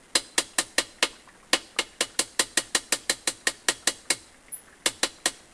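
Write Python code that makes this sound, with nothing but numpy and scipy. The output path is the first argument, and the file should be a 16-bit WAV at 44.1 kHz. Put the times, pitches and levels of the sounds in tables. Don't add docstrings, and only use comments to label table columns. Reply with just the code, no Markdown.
import sys
import numpy as np
from scipy import signal
from scipy.fft import rfft, irfft
from scipy.io import wavfile

SR = 44100
rng = np.random.default_rng(int(sys.argv[2]) if len(sys.argv) > 2 else 0)


def inscribe(sig):
    pcm = np.round(np.clip(np.atleast_2d(sig).T, -1, 1) * 32767)
    wavfile.write(sys.argv[1], SR, pcm.astype(np.int16))


N = 243873
HIT_T = np.arange(int(.3 * SR)) / SR


# t/s, strength/dB, cushioning/dB, note f/Hz
JABS = [(0.1532, 1, 0.5, 5030), (0.3797, 0.5, 0, 1837), (0.5846, 0, -0.5, 1800), (0.7817, 0, 1.5, 1963),
        (1.0262, 0.5, 3.5, 2614), (1.5317, 1.5, 3.5, 2540), (1.7877, -3, 3, 2860), (2.0073, -1.5, 1, 3560),
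        (2.191, -0.5, -1.5, 4150), (2.394, 1.5, -0.5, 1956), (2.5731, -0.5, -0.5, 1885),
        (2.7487, 0, -0.5, 1880), (2.9232, -0.5, -1, 1807), (3.0956, -0.5, -0.5, 1836),
        (3.274, -2, -1.5, 4110), (3.4699, -2, 0, 1875), (3.685, 0, 0.5, 1950), (3.8729, 0, -0.5, 1943),
        (4.103, -1, -1, 1900), (4.8595, 0, -0.5, 3485), (5.031, -0.5, 2, 2910), (5.2569, -0.5, 0, 3800)]

def jabs(treble_lead_s=0.001002, bottoming_s=0.000887, lead_in_s=0.0037):
    out = np.zeros(N)
    pan_grain = rng.standard_normal(len(HIT_T))
    for s, strength_db, cushion_db, note_hz in JABS:
        colour = jab_colour(strength_db, cushion_db)
        body_db = colour[0][1]
        add(out, s - lead_in_s, bright_lead_in(colour))
        add(out, s - treble_lead_s, clash(pan_grain, colour))
        add(out, s + bottoming_s, snap(colour))
        metal = clank(colour, note_hz) + rim(colour) + grip_note(note_hz, strength_db)
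        add(out, s, metal + thud(body_db) + rocking())
    return out


# f/Hz, level/dB, gain per cushioning/(dB per dB)
JAB_EQ = [(387, 0.87, 0.47), (1100, -1.2, 0.93), (1950, -1.5, 0.7), (3050, -2.5, 0.99),
          (8200, -0.87, -1.15)]

def jab_colour(strength_db, cushion_db):
    return [(hz, level_db + strength_db + slope * cushion_db) for hz, level_db, slope in JAB_EQ]


# f/Hz, level/dB, t60/s
PAN_MODES = [(272.5, -35, 0.16), (334.3, -21, 0.061), (421.8, -44, 0.26), (501, -24, 0.05),
             (526.8, -30, 0.12), (577, -30, 0.11), (708, -19.5, 0.0087), (768.4, -27.5, 0.053),
             (880, -35, 0.13), (1045.6, -25.5, 0.069), (1218, -29, 0.11), (1190, -35.5, 0.076),
             (1378, -37, 0.097), (1600, -36, 0.021), (1920, -44, 0.015), (1875, -12.5, 0.035),
             (2077, -13.5, 0.015), (2164, -23, 0.086), (2590, -40.5, 0.11), (2745, -23.5, 0.057),
             (2940, -29.5, 0.14), (2870, -27, 0.057), (3330, -34, 0.051), (3300, -42, 0.31),
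             (3970, -34.5, 0.15), (4060, -21, 0.082), (4116, -28.5, 0.064), (4630, -25, 0.099),
             (4780, -17.5, 0.014), (8530, -18.5, 0.025)]

def clank(colour, note_hz, trim_db=-1.5, low_cut_hz=190,
          main_hz=1830, main_width_hz=160, mute_db=-4, mute_above_hz=2300):
    hz, level_db, t60 = np.transpose(PAN_MODES)
    spot, load = rng.standard_normal((2, len(hz)))
    spot_db = 3 * np.minimum(hz / 2500, 1) * spot
    high_grip = note_hz > mute_above_hz
    grip_db = mute_db * high_grip * np.exp(-((hz - main_hz) / main_width_hz) ** 2)
    detuned = np.column_stack([hz * (1 + .005 * load), level_db, t60])
    body = ring(detuned, gain_at(colour, hz) * from_db(trim_db + spot_db + grip_db))
    return butter(body, 3, low_cut_hz, "high")


# f/Hz, level/dB
CLASH_EQ = [(60, -3.5), (180, -4), (400, 13), (900, 9), (2000, 14.5), (2450, 10), (3000, 17.5), (4800, 15),
            (5800, 10), (8000, 15.5), (9600, 15.5), (10600, 5), (13500, -10.5)]

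def clash(pan_grain, colour, shared=0.55, t60=0.11, crack=1.35, crack_t60=0.014, rise_s=0.0023):
    grain = np.sqrt(shared) * pan_grain + np.sqrt(1 - shared) * rng.standard_normal(len(HIT_T))
    attack = 1 - np.exp(-(HIT_T / rise_s) ** 2)
    envelope = attack * (decay(HIT_T, t60) + crack * decay(HIT_T, crack_t60))
    return coloured(coloured(grain, CLASH_EQ), colour) * envelope / np.linalg.norm(envelope)


def snap(colour, level_db=-7, t60=0.0029, band_hz=(600, 9000)):
    click = coloured(rng.standard_normal(len(HIT_T)), colour) * decay(HIT_T, t60)
    return from_db(level_db) * butter(click, 2, band_hz, "band")


def bright_lead_in(colour, level_db=-30, peak_s=0.0037, band_hz=(3000, 10000)):
    puff = coloured(rng.standard_normal(len(HIT_T)), colour) * swell(HIT_T, peak_s) ** 2
    return from_db(level_db) * butter(puff, 2, band_hz, "band")


def grip_note(hz, strength_db, level_db=-24, t60=0.073):
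    return ring([(hz, level_db + strength_db, t60)], np.ones(1))


# f/Hz, level/dB, t60/s
RIM_MODES = [(3120, -60, 0.31), (3390, -54, 0.43), (4250, -51, 0.35), (4680, -62, .45), (5300, -55, 0.54)]

def rim(colour):
    hz = np.array(RIM_MODES)[:, 0]
    scatter_db = 3.5 * rng.standard_normal(len(hz)) - 1
    return ring(RIM_MODES, gain_at(colour, hz) * from_db(scatter_db))


def thud(body_db, pan_hz=180, pan_db=-47, pan_peak_s=0.0066,
         stove_hz=28, stove_db=-54, stove_peak_s=0.035):
    pan = np.sin(2 * np.pi * pan_hz * HIT_T) * swell(HIT_T, pan_peak_s) ** 2
    stove = np.sin(2 * np.pi * stove_hz * HIT_T) * swell(HIT_T, stove_peak_s) ** 2
    return from_db(2 * body_db + pan_db) * pan + from_db(body_db + stove_db) * stove


def rocking(start_hz=185, fall_s=0.128, peak_s=0.034, width_s=0.074, level_db=-56, scatter_db=3.5):
    hz = start_hz * np.exp(-HIT_T / fall_s) * (1 + 0.03 * rng.standard_normal())
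    envelope = np.exp(-((HIT_T - peak_s) / width_s) ** 2)
    gain = from_db(level_db - scatter_db * rng.standard_normal())
    return gain * envelope * np.sin(2 * np.pi * np.cumsum(hz) / SR)


# f/Hz, level/dB, t60/s
SPOON_MODES = [(10120, 5, 0.053), (10250, 3, 0.054), (10500, -3, 0.06), (12300, -2, 0.12),
               (12010, -9, 0.089)]

def spoon_ping(at_s=4.517, level_db=-28.5, brush_t60=0.16, attack_s=0.0068):
    out = np.zeros(N)
    brush = rng.standard_normal(len(HIT_T)) * decay(HIT_T, brush_t60) * (1 - np.exp(-HIT_T / attack_s))
    steel = ring(SPOON_MODES, np.ones(len(SPOON_MODES)))
    add(out, at_s, from_db(level_db) * signal.fftconvolve(brush / np.linalg.norm(brush), steel))
    return out


# t/s, level/dB, f/Hz
SAUCE_BLIPS = [(1.274, -39.5, 1120), (1.285, -39.5, 1820), (1.763, -36.5, 1190), (4.344, -45, 1970),
               (4.483, -42, 2150), (4.726, -44, 1710)]

def sauce(blip_trim_db=0.5, simmer_db=-50, simmer_hz=1900, spread_octaves=0.37, count=110):
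    out = np.zeros(N)
    for s, level_db, hz in SAUCE_BLIPS:
        add(out, s, from_db(level_db + blip_trim_db) * bubble(hz))
    times = rng.uniform(0, (N - 1) / SR, count)
    gains = from_db(simmer_db) * rng.uniform(0, 2, count)
    pitches = simmer_hz * 2 ** (spread_octaves * rng.standard_normal(count))
    for s, gain, hz in zip(times, gains, pitches):
        add(out, s, gain * bubble(hz))
    return out


def bubble(hz, ring_cycles=12, puff_t60=0.081):
    t = HIT_T[:len(HIT_T) // 4]
    puff = rng.standard_normal(len(t)) * decay(t, puff_t60)
    cavity = np.sin(2 * np.pi * hz * t) * decay(t, ring_cycles / hz)
    blip = signal.fftconvolve(puff, cavity)
    return blip / np.abs(blip).max()


# f/Hz, relative level/dB
SIZZLE_EQ = [(1500, 0.5), (2800, -1), (4200, -5), (6000, -5.5), (9300, -1), (10800, -9), (14000, -37)]

def sizzle(pops_per_s=6000, hiss_db=-58, flare_db=-62, flare_peak_s=0.059):
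    power = np.full(N, from_db(hiss_db) ** 2)
    for s, strength_db, cushion_db, _ in JABS:
        age_s = np.maximum(np.arange(N) / SR - s, 0)
        crush_db = (strength_db + cushion_db) / 2
        power += (from_db(flare_db + crush_db) * swell(age_s, flare_peak_s)) ** 2
    pops = rng.standard_normal(N) * (rng.random(N) < pops_per_s / SR)
    hiss = coloured(pops, SIZZLE_EQ)
    return np.sqrt(power) * hiss / hiss.std()


# f/Hz, relative level/dB
FIRE_EQ = [(20, 5), (60, -1.5), (110, -7.5), (250, 0), (350, -3), (600, -5), (1300, -12), (2100, -7),
           (2700, -54), (6000, -41), (14000, -34)]

def fire(level_db=-57.5):
    rumble = coloured(rng.standard_normal(N), FIRE_EQ)
    return from_db(level_db) * rumble / rumble.std()


# f/Hz, level/dB
REVERB_EQ = [(100, -19), (300, -18), (600, -23.5), (1000, -28), (2000, -28.5), (3400, -22), (4500, -20.5),
             (6000, -21), (9500, -21.5), (12500, -26)]

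def kitchen(x, t60=0.43, build_s=0.1):
    t = np.arange(SR) / SR
    envelope = decay(t, t60) * (1 - np.exp(-t / build_s))
    tail = coloured(rng.standard_normal(SR), REVERB_EQ) * envelope / np.linalg.norm(envelope)
    return signal.fftconvolve(x, tail)[:N]


def widen(x, above_hz=4400, spread_t60=0.024, side_db=-15):
    envelope = decay(HIT_T, spread_t60)
    reflections = rng.standard_normal(len(HIT_T)) * envelope / np.linalg.norm(envelope)
    treble = butter(x, 8, above_hz, "high")
    side = from_db(side_db) * signal.fftconvolve(treble, reflections)[:N]
    return np.array([x + side, x - side])


def ring(modes, gains, contact_s=0.00095, travel_at_1khz_s=0.00077):
    hz, level_db, t60 = np.transpose(modes)[:, :, None]
    t = np.maximum(HIT_T - travel_at_1khz_s * np.sqrt(1000 / hz), 0)
    envelope = decay(t, t60) * (1 - np.exp(-t / contact_s))
    return gains @ (from_db(level_db) * np.sin(2 * np.pi * hz * t) * envelope)


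def decay(t, t60):
    return np.exp(-np.log(1000) * t / t60)


def swell(t, peak_s):
    return t / peak_s * np.exp(1 - t / peak_s)


def from_db(db):
    return 10 ** (np.asarray(db) / 20)


def gain_at(curve, hz):
    curve_hz, level_db = np.transpose(curve)
    return from_db(np.interp(np.log(np.maximum(hz, 1)), np.log(curve_hz), level_db))


def coloured(x, curve):
    return irfft(rfft(x) * gain_at(curve, np.fft.rfftfreq(len(x), 1 / SR)), len(x))


def butter(x, order, hz, kind):
    return signal.sosfilt(signal.butter(order, hz, kind, fs=SR, output="sos"), x)


def add(track, s, sound):
    start = round(s * SR)
    track[start:start + len(sound)] += sound[:N - start]


def scene():
    near = jabs() + spoon_ping() + sauce()
    return widen(near) + kitchen(near) + sizzle() + fire()


def record(dry):
    return signal.sosfilt(signal.ellip(8, .3, 70, 13900, fs=SR, output="sos"), dry)


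dry = scene()
out = record(dry)
inscribe(out)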